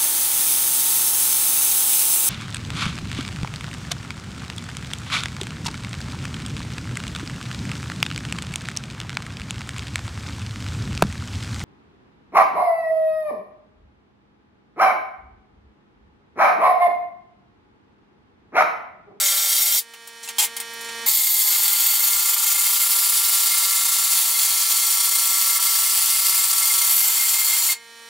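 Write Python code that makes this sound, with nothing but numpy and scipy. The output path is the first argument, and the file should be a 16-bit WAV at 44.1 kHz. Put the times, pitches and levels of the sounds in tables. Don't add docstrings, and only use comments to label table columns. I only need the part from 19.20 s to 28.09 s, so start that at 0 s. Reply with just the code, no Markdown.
import sys
import numpy as np
from scipy import signal
from scipy.fft import rfft, irfft
from scipy.io import wavfile
from scipy.ndimage import uniform_filter1d

SR = 44100
rng = np.random.default_rng(int(sys.argv[2]) if len(sys.argv) > 2 else 0)


def wrap_up_sound(samples):
    columns = np.atleast_2d(samples).T
    tamed = np.clip(columns, -1, 1)
    steps = np.round(tamed * 32767).astype(np.int16)
    wavfile.write(sys.argv[1], SR, steps)


def gain_from_db(level_db):
    decades = np.asarray(level_db, float) / 20
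    return 10 ** decades


N = 392030
EARLY = slice(0, 2 * SR)


def evened(x):
    return x / np.sqrt(np.mean(x ** 2) + 1e-20)


def read(points, hz):
    f, value = np.transpose(points)
    return np.interp(np.log(hz + 1), np.log(f + 1), value)


def curve(rows):
    return np.interp(np.arange(N) / SR, *np.transpose(rows))


def span(start_s, end_s, level_db, fade_db=0):
    t = np.arange(N) / SR
    progress = np.clip((t - start_s) / (end_s - start_s), 0, 1)
    return ((t >= start_s) & (t < end_s)) * gain_from_db(level_db + fade_db * progress)


def drift(top_hz, count=1, lowest=.1):
    t = np.arange(0, N + 128, 64) / SR
    hz = np.geomspace(lowest, 1, 24) * top_hz
    phase = hz[:, None] * t + rng.random((count, 24, 1))
    waves = np.sin(2 * np.pi * phase) / np.sqrt(hz)[:, None]
    return np.array([np.interp(np.arange(N) / SR, t, evened(w)) for w in waves.sum(1)])


def stack(orders, turns, flutter_db, scatter=1):
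    waver = gain_from_db(flutter_db * drift(85, count=6))[:, :len(turns)]
    out = np.zeros(len(turns))
    for j, (order, level_db) in enumerate(orders):
        sine = np.sin(2 * np.pi * (order * turns + scatter * rng.random()))
        out += gain_from_db(level_db) * waver[j % 6] * sine
    return evened(out)


def ring(drive, hz, width_hz):
    r = np.exp(-np.pi * 1.25 * width_hz / SR)
    pole = [1, -r * np.exp(2j * np.pi * hz / SR)]
    return 2 * signal.lfilter([(1 - r) ** 2], np.convolve(pole, pole), drive).real


def ports(x, lean, lead):
    hz, sides = np.fft.rfftfreq(N, 1 / SR), np.array([[.5], [-.5]])
    turned = np.exp(1j * sides * read(lead, hz))
    return irfft(rfft(x) * gain_from_db(sides * read(lean, hz)) * turned, N)


# freq_hz, likeness_0_to_1
PORT_LIKENESS = [(60, .98), (180, 0.57), (550, 0.93), (1650, 0.9), (4970, 0.82), (8500, 0.9), (15000, 0.73)]
# freq_hz, left_minus_right_db
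PORT_LEAN = [(60, 0.0), (180, -0.45), (550, -0.2), (1650, -0.75), (4000, -1.4), (8000, 0.91), (15000, 1.3)]


def pair(frames, hz):
    a, b, c, d = rng.standard_normal((frames, len(hz), 4)).T
    same = np.clip(read(PORT_LIKENESS, hz), 0, 1)[:, None]
    lean = gain_from_db(read(PORT_LEAN, hz) / 2)[:, None]
    left = a + 1j * b
    right = same * left + np.sqrt(1 - same ** 2) * (c + 1j * d)
    return np.array([left * lean, right / lean])


def noise(points, share=1, streak_db=0):
    hz, frames = np.fft.rfftfreq(1024, 1 / SR), N // 256 + 5
    streaks = uniform_filter1d(rng.standard_normal((len(hz), frames)), size=140, axis=1)
    streaks = evened(uniform_filter1d(streaks, size=40, axis=1))
    depth_db = streak_db * np.clip(hz / 3000, .3, 1)[:, None]
    z = pair(frames, hz) * (gain_from_db(read(points, hz)) * share)[:, None] * gain_from_db(depth_db * streaks)
    return evened(signal.istft(z, nperseg=1024, noverlap=768)[1][:, :N])


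# start_s, end_s, force_db, shrillness_db
BURSTS = [
    (0, 0.593, -17.5, 1.5),
    (1.859, 8.527, -19.5, 3.5),
]


def camera_gain_db():
    duck_db, release_db, creep_db_per_s, duck_s = -19, -11.5, 12.5, .004
    t = np.arange(N) / SR
    quiet = sum(span(a, b, 0) for a, b, *_ in BURSTS) == 0
    since_s = t - np.maximum.accumulate(t * ~quiet)
    keep = np.exp(-1 / (duck_s * SR))
    target_db = quiet * (release_db - duck_db + creep_db_per_s * since_s)
    return duck_db + signal.lfilter([1 - keep], [1, -keep], target_db)


# time_s, rate_hz
HUM_HZ = [(0, 231.25), (2, 231.25), (8.9, 231.5)]
# order, level_db
BUZZ_PARTIALS = [(1, -16), (2, -5), (3, -17), (4, -5), (5, -9), (6, -8), (7, -5), (8, 0), (9, -11),
                 (10, -6), (11, -7), (12, -20), (13, -4), (14, -9), (15, -8), (16, -9), (17, -17), (18, -9),
                 (19, -9), (20, -13), (21, -16), (22, -14), (23, -16), (24, -10), (25, -14), (26, -15),
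                 (28, -15), (29, -18), (31, -11), (35, -15), (36, -16), (38, -16), (41, -13)]
# freq_hz, density_db_per_hz
HISS = [(25, -29), (60, -25), (130, -11.5), (300, -10.5), (600, -9), (927, -6), (1510, -8.5), (1880, -4),
        (2820, -9.5), (6000, -8), (10400, -8), (12500, -13), (15200, -15.5), (16500, -20)]
# freq_hz, width_hz, level_db
HAZY_TONES = [(5630, 90, -47), (7170, 60, -57), (9480, 60, -53)]
# time_s, level_db
VALVE_LINE_DB = [(0, -62), (8.9, -47)]
# freq_hz, left_minus_right_db
HUM_LEAN = [(60, -0.5), (130, 0.0), (290, -0.5), (640, -0.5), (1410, -1.0), (3100, -5.5), (6820, -5.5),
            (15000, -3.5)]
# freq_hz, left_lead_rad
HUM_LEAD = [(0, 0), (1810, -0.1), (2070, 0.5), (2330, -0.0), (7490, 0.1), (7750, 0.5), (10900, -0.4),
            (16500, 0.2)]


def air_supply():
    turns = np.cumsum(curve(HUM_HZ)) / SR
    hiss = gain_from_db(-43.0) * noise(HISS) * (1 + 0.13 * np.cos(2 * np.pi * turns))
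    for hz, width_hz, level_db in HAZY_TONES:
        hiss = hiss + gain_from_db(level_db + 18) * ring(rng.standard_normal(N), hz, width_hz)
    buzz = gain_from_db(-37.0) * stack(BUZZ_PARTIALS, turns + 0.0015 * drift(30)[0], 0.37)
    buzz += gain_from_db(curve(VALVE_LINE_DB)) * np.sin(2 * np.pi * 17.5 * turns)
    return gain_from_db(camera_gain_db()) * (hiss + ports(buzz, HUM_LEAN, HUM_LEAD))


# time_s, share_0_to_1
ROCKING = [(0, .2), (2.3, .25), (2.9, .6), (3.15, 1), (3.8, .85), (4.4, .6), (5.2, .5), (6.7, .55),
           (7.0, .6), (7.7, .4), (8.6, .4)]


def bounce():
    rocking = evened(ring(rng.standard_normal(N), hz=30.5, width_hz=7))
    return curve(ROCKING) * (np.minimum(rocking - .4, 0) + 0.5)


# time_s, depth_db
SKIPS = [
    (2.18, -2),
    (3.122, 6),
    (3.16, 6),
    (3.207, 4),
    (3.245, 4),
    (6.388, 24),
    (7.32, 4),
    (8.47, 0),
]


def skips():
    seat_s, half_length_s = 0.0072, .006
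    t = np.arange(N) / SR
    seating = 4.0 * np.exp(-abs(t - BURSTS[-1][0]) / seat_s)
    return seating + sum(db * np.exp(-((t - s) / half_length_s) ** 2) for s, db in SKIPS)


# time_s, lean_db
LEANING = [(0, 4), (1.865, 6), (1.96, -3), (2.23, -2.5), (2.29, 4.5), (2.34, -1), (2.65, -0.5), (2.95, 3),
           (4.0, 3), (4.5, 6), (5.1, 1.5), (5.6, 2.5), (6.4, 7.5), (6.85, 3), (7.6, 6.5), (7.8, 0),
           (8.52, -1)]
# time_s, shrill_db
TILT = [(0, 1), (.35, 4), (.58, 4.5), (1.86, 2), (2.3, 1), (2.9, 2), (3.2, 1), (3.7, 3), (4.4, -0.5),
        (5.1, 2), (5.5, -1), (6.0, 1), (6.7, 2), (7.55, 1.5), (7.68, 3), (7.95, 1.5), (8.05, 3), (8.53, 1)]
# start_s, end_s, thud_db, fade_db, low_rattle_db
STANCES = [
    (0, .575, -32, -9, -29),
    (1.862, 2.3, -34, 0, -37.5),
    (2.3, 8.527, -35, 0, -29.5),
]


def bit_force(rocking):
    force_per_db, shrill_per_db, weight_per_db = 0.1666, -0.07, -0.24
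    wobble_db, shrill_wobble_db, skip_shrill = -0.9, 2, 1.4
    lean, skip = curve(LEANING), skips()
    wobble = -np.maximum(drift(45, count=2, lowest=0.45), 0)
    middle_db = force_per_db * lean - skip + wobble_db * wobble[0] + 0.25 * rocking
    shrill_db = curve(TILT) + 0.8 * rocking + shrill_per_db * lean - skip_shrill * skip
    shrill_db += shrill_wobble_db * (wobble[0] + .5 * wobble[1])
    low_db = weight_per_db * lean + 3.5 * rocking
    return [gain_from_db(middle_db) * sum(span(a, b, db) for a, b, db, _ in BURSTS),
            gain_from_db(shrill_db) * sum(span(a, b, db + up_db) for a, b, db, up_db in BURSTS),
            gain_from_db(low_db) * sum(span(a, b, rattle_db) for a, b, _, _, rattle_db in STANCES)]


# freq_hz, left_minus_right_db
TOOL_LEAN = [(60, 0.0), (150, 0.0), (380, -1.4), (950, -0.86), (2380, -1.9), (5980, 0.94), (15000, 1.0)]
# freq_hz, left_lead_rad
TOOL_LEAD = [(0, -0.3), (1550, -0.45), (2410, -0.48), (9910, 0.0), (10300, -0.26), (11600, -0.35),
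             (16500, 0.11)]
# order, level_db
THUD_PARTIALS = [
    [(1, -40), (2, -26), (3, -7.5), (4, -8.5), (5, -32), (6, -7.5), (7, 0.5), (8, -5.5), (9, -4), (10, -3),
     (11, -18), (12, -4)],
    [(1, -32), (2, -14), (3, -11), (4, 1.5), (5, 2), (6, 0), (7, -21), (8, 1), (9, 1.5), (10, -13),
     (11, -1), (12, -7), (13, -4), (14, -9)],
    [(1, -51), (2, -14), (3, -11.5), (4, -19), (5, 3), (6, 7.5), (7, 10.5), (8, -7), (9, 2), (10, 0),
     (11, -10), (12, -6), (13, -12), (14, -7), (15, -8)],
]


def piston(turns, rocking):
    shaken, out = turns + 0.012 * drift(60)[0], np.zeros(N)
    for row, orders in zip(STANCES, THUD_PARTIALS):
        part = slice(round(row[0] * SR), round(row[1] * SR))
        out[part] += span(*row[:4])[part] * stack(orders, shaken[part], 1.7, scatter=.12)
    wobble_db = -0.06 * drift(60, lowest=0.55)[0]
    return out * gain_from_db(curve(LEANING) + wobble_db + 6 * rocking - 6.5)


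def chatter(turns):
    stroke = turns.astype(int)
    strength_db = 0.056 * rng.standard_normal(stroke[-1] + 1)[stroke] + 0.041 * drift(140)[0]
    after_blow = .27 + np.exp(-(turns % 1) / .2)
    rattle = (rng.random(N) < 3000 / SR) * np.clip(rng.standard_normal(N), -2, 2)
    rattle += 1.25 * np.diff(stroke, prepend=0)
    return evened(gain_from_db(strength_db) * after_blow * rattle)


# freq_hz, density_db_per_hz
PLATE_SPECTRUM = [(25, -57), (100, -57), (300, -37), (600, -39), (850, -15.5), (1100, -21), (1600, -21),
                  (2200, -16.5), (3300, -6.5), (4500, -3), (6200, -4), (7500, 1), (14000, -6.5),
                  (16500, -5.5)]
PLATE_T60_S = (0.1, 0.083, 0.16)
BAND_EDGES_HZ = (2500, 10500)


def dense_modes(drives):
    hz = np.fft.rfftfreq(1024, 1 / SR)
    low = 1 / (1 + (hz / BAND_EDGES_HZ[0]) ** 8)
    high = 1 - 1 / (1 + (hz / BAND_EDGES_HZ[1]) ** 16)
    bands = []
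    for drive, share, t60_s in zip(drives, (1 - low - high, high, low), PLATE_T60_S):
        power = drive ** 2
        keep = np.exp(-2 * np.log(1000) / (t60_s * SR))
        stored = signal.lfilter([1 - keep], [1, -keep], power, zi=[np.mean(power[:2000])])[0]
        tick = 0.097 * uniform_filter1d(power, size=12)
        streaked = noise(PLATE_SPECTRUM, np.sqrt(abs(share)), streak_db=2.8)
        bands.append(np.sqrt(abs(stored + tick)) * streaked)
    no_bass = signal.butter(3, 450, "high", fs=SR, output="sos")
    return signal.sosfilt(no_bass, sum(bands))


# freq_hz, width_hz, level_db
FIRST_RINGS = [(2120, 120, -6), (3205, 70, -2), (3608, 55, -1), (4010, 90, -4), (4520, 55, -4),
               (4665, 50, -6), (5580, 170, -1), (6238, 57, -5), (6700, 110, -4), (7290, 80, -4),
               (7830, 69, -2), (8080, 50, -7), (8595, 55, -6), (9260, 32, -2), (11000, 71, -10),
               (12000, 110, 0), (13400, 230, 0), (14100, 99, -1)]


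def first_rings(blows):
    return sum(gain_from_db(db + 13.5) * ring(blows[EARLY], hz, width) for hz, width, db in FIRST_RINGS)


# freq_hz, density_db_per_hz
GROUND = [(25, -15), (150, -9.5), (350, -6), (600, -11), (1200, -38)]


def ground(drive):
    return gain_from_db(-45.5) * uniform_filter1d(drive, size=3000) * noise(GROUND)


# start_s, end_s, freq_hz, width_hz, level_db
CATCHES = [(.08, 0.27, 8500, 70, -5), (0.3, 0.66, 14100, 100, -4), (0.48, 0.53, 12000, 120, -8),
           (0.15, 0.66, 9300, 90, -8), (2.1, 4.1, 26000, 130, -2), (1.83, 3.0, 3250, 66, -9),
           (1.74, 2.85, 4510, 45, -4.5), (3.13, 3.7, 3200, 48, -7), (7.95, 8.45, 3300, 72, -7),
           (1.9, 2.9, 8300, 89, -5), (2.2, 3, 13000, 70, -1), (1.92, 3.52, 6800, 75, -0.5),
           (2.8, 3.47, 9320, 70, -4), (3.3, 4.2, 10950, 64, -5.5), (3.6, 5.1, 10950, 70, -4.5),
           (6.5, 7.2, 10970, 50, 2), (3.7, 4.6, 4600, 170, -8), (8.35, 8.6, 4390, 61, -6),
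           (8.3, 8.6, 6830, 70, -1), (5.0, 7.7, 3360, 48, -7), (6.1, 7.6, 4630, 200, -7.5),
           (5.4, 6.7, 14200, 98, -6), (7.3, 7.68, 9320, 43, 2), (7.62, 7.95, 13000, 130, 3),
           (7.7, 8.0, 12800, 220, 2), (6.9, 8.3, 13550, 160, -4), (7.62, 7.9, 11000, 80, 6),
           (7.1, 8.3, 17000, 180, -10), (3.5, 4.4, 12000, 90, -3), (4.8, 4.8, 11780, 62, -5)]


def catches(blows):
    fade_s, out = 0.11, np.zeros(N)
    for start_s, end_s, hz, width_hz, level_db in CATCHES:
        part = slice(round(start_s * SR), round(end_s * SR) + 4000)
        t = np.arange(part.start, part.stop) / SR
        held = np.clip(np.minimum(t - start_s, end_s - t) / fade_s, 0, 1)
        out[part] += gain_from_db(level_db + 17.0) * ring(blows[part] * held, hz, width_hz)
    return out


# time_s, peak_db, shrillness_db, weight_db, ring_hz
KNOCKS = [(0.737, -30.5, 3, 3, 2770), (0.746, -39, -2, -6, 5700), (0.8735, -26, 3, -6, 8460),
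          (0.9694, -36, -20, -6, 5800), (1.032, -22, -16, -16, 5700), (1.042, -22.5, -13, -14, 4180),
          (1.054, -28, -9, -14, 7200), (1.0655, -27, -13, -19, 9000), (1.0755, -19, -19, -12, 2680),
          (1.088, -16, -1, -2, 6400), (1.098, -26, -2, -9, 4500), (1.184, -4.5, -1, -10, 3210),
          (1.199, -8, -4, -7, 3250), (1.227, -11, 3, -10, 6850), (1.245, -10, 4, -10, 9800),
          (1.3657, -13, 2, -12, 9150), (1.371, -22, 0, -10, 9800), (1.401, -13, 2, -6, 9000),
          (1.417, -32, 2, -6, 13800), (1.5344, -28, 7, -20, 11600), (1.61, -20.5, -4, -16, 12900),
          (1.6464, -23, -1, -6, 7200), (1.688, -21.5, -10, 0, 7200), (1.706, -29, -8, -6, 7200),
          (1.8628, -18, 6, 0, 13000), (1.7194, -30, -20, -7, 3380)]


def knock_ticks(band):
    out, t = np.zeros(N), np.arange(4000) / SR
    for time_s, peak_db, shrill_db, weight_db, _ in KNOCKS:
        blow = rng.standard_normal(4000) * np.exp(-t / 0.0027)
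        blow[0] = 7
        level_db = peak_db - 5.0 + (0, shrill_db, weight_db)[band]
        out[round(time_s * SR):][:4000] += gain_from_db(level_db) * blow
    return out


def knock_rings():
    out, impulse = np.zeros(N), signal.unit_impulse(4000)
    for time_s, peak_db, _, _, hz in KNOCKS:
        level_db = peak_db - 5.0 + 45.5 - 0.3 * hz / 1000
        out[round(time_s * SR):][:4000] += gain_from_db(level_db) * ring(impulse, hz, width_hz=51)
    return out


# start_s, length_s, force_db, fade_db, shrillness_db
SCRAPES = [
    (1.024, 0.035, -37, -2, 0),
    (1.16, 0.011, -36, 0, -6),
    (1.183, 0.068, -15.5, -3.5, 0),
]


def scrape():
    grit_per_s, weight_db = 2300, -9
    grit = rng.standard_normal(N) * (rng.random(N) < grit_per_s / SR) * np.sqrt(SR / grit_per_s)
    force = [[span(s, s + length_s, db + up_db, fade_db) for up_db in (0, shrill_db, weight_db)]
             for s, length_s, db, fade_db, shrill_db in SCRAPES]
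    return grit * np.sum(force, axis=0)


# freq_hz, width_hz, level_db
LOOSE_RINGS = [(900, 165, -8), (2110, 22, 5), (3210, 60, 0), (6850, 130, -4), (7360, 39, -6),
               (7560, 48, -11), (8180, 32, -18), (8580, 43, -13)]


def loose_rings(handling):
    return sum(gain_from_db(db + 13.0) * ring(handling[EARLY], hz, width) for hz, width, db in LOOSE_RINGS)


# freq_hz, width_hz, level_db
RINGS = [(2120, 55, -10), (3600, 59, -12), (4430, 240, -7), (5570, 66, -5), (6020, 45, -11), (6980, 53, -7),
         (7270, 48, -3), (7550, 63, -5), (7970, 65, -6), (8590, 98, -6), (9320, 66, 4.5), (10000, 67, -5),
         (10980, 62, -1), (11400, 81, -9), (11800, 88, -5), (12200, 160, -8), (12700, 120, -7),
         (13000, 140, -6), (13600, 99, -13), (14200, 110, -3), (14800, 92, -9), (15400, 260, -7)]
# trend_db, bow_db
COUPLING = [(-1, 6.5), (-9, -10), (1, 1.5), (2.5, -3.5), (22, -19), (1, 8.5), (-5, -11), (4, 5), (5, -2),
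            (1, -4), (3.5, -6), (-2, -28), (-3, -19), (7, -22), (-11, -10), (9, -10), (-8, -1), (1, 4),
            (-5, 2), (-6, 6), (10, -3), (-6, 0)]


def travelling_rings(blows, rocking):
    travel = (np.arange(N) / SR - 5.2) / 3.3
    swell = gain_from_db(0.57 * drift(11, count=len(RINGS), lowest=0.0288))
    pressed = blows * gain_from_db(0.2 * curve(LEANING) + 4 * rocking)
    out = np.zeros(N)
    for (hz, width_hz, level_db), (trend_db, bow_db), gain in zip(RINGS, COUPLING, swell):
        coupling = gain_from_db(level_db + 15.5 + trend_db * travel + bow_db * travel ** 2) * gain
        out += ring(pressed * coupling, hz, width_hz)
    return out


# peak_time_s, level_db
FLARES = [(1.961, -34), (2.031, -41), (2.079, -38), (2.278, -34), (2.352, -33), (2.447, -33), (2.534, -34),
          (2.711, -32), (2.808, -30), (2.915, -31), (2.937, -30), (3.086, -30), (3.356, -31), (3.391, -31),
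          (3.463, -30), (3.624, -28), (3.928, -35), (4.318, -28), (4.34, -25), (4.434, -32), (4.534, -32),
          (4.575, -29), (4.705, -40), (5.159, -30), (5.248, -37), (5.282, -42), (5.369, -30), (5.462, -38),
          (5.63, -30), (5.941, -29), (6.122, -35), (6.169, -28), (6.297, -38), (6.364, -27), (6.475, -30),
          (6.665, -28.5), (6.901, -36), (6.951, -30), (6.996, -30), (7.133, -31), (7.19, -29), (7.429, -25),
          (7.508, -24), (7.621, -25), (7.823, -33), (7.848, -30), (7.901, -35), (8.002, -28), (8.027, -31),
          (8.059, -36), (8.164, -38), (8.189, -28), (8.224, -30), (8.278, -39), (8.305, -28), (8.334, -23),
          (8.409, -38), (8.496, -24.5)]


def flares():
    hz, width_hz = 2117, 30
    peak_s = 1 / (np.pi * 1.25 * width_hz)
    blows = np.zeros(N)
    for time_s, level_db in FLARES:
        blows[round((time_s - peak_s) * SR)] = gain_from_db(level_db)
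    return ring(blows, hz, width_hz) * np.e * peak_s * SR / np.sqrt(2)


# freq_hz, level_db, t60_s
LIFTED = [(2140, -28, .33), (2118, -31, .25), (4387, -25, .16), (4657, -32, .13), (6831, -31, .13),
          (7160, -37, .3), (9464, -33, .12)]


def lift_ring():
    t = np.maximum(np.arange(N) / SR - BURSTS[-1][1], 0)
    return sum(gain_from_db(db - 60 * t / t60_s) * np.sin(2 * np.pi * hz * t) for hz, db, t60_s in LIFTED)


def plate(turns, drive, rocking):
    blows, first = chatter(turns), np.arange(N) / SR < 1
    chisel = [blows * gain for gain in drive]
    handling = [grit + knock_ticks(band) for band, grit in enumerate(scrape())]
    strong = catches(chisel[0]) + knock_rings() + gain_from_db(4.0) * flares() + lift_ring()
    strong[EARLY] += first_rings(chisel[0] * first) + loose_rings(handling[0])
    strong += travelling_rings(chisel[0] * ~first, rocking)
    freer = gain_from_db(-2.5 * first)
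    dense = dense_modes([a * freer + b for a, b in zip(chisel, handling)])
    return gain_from_db(-4.5) * (dense + ports(gain_from_db(-1.05) * strong, TOOL_LEAN, TOOL_LEAD))


# time_s, strokes_per_s
SPEED = [(0, 195), (.46, 195), (.6, 205), (1.858, 214), (1.885, 216), (1.91, 222), (2.0, 213.5), (2.1, 209),
         (2.285, 208), (2.32, 201), (2.5, 198), (2.8, 197), (4, 195.2), (4.7, 193.2), (6.5, 192),
         (8.9, 190.2)]


def scene():
    turns, rocking = np.cumsum(curve(SPEED)) / SR, bounce()
    drive = bit_force(rocking)
    thud = ports(piston(turns, rocking), TOOL_LEAN, TOOL_LEAD)
    return thud + plate(turns, drive, rocking) + ground(drive[0]) + air_supply()


def roll_off(x):
    return signal.sosfilt(signal.butter(12, 16970, fs=SR, output="sos"), x)


def record(dry):
    ceiling = .85
    edge = signal.firwin(511, 15800, window=("kaiser", 4.2), fs=SR)
    limited = ceiling * np.tanh(dry / ceiling)
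    return roll_off(signal.oaconvolve(limited, edge[None], "same", axes=1))


dry = scene()
out = record(dry)
wrap_up_sound(out)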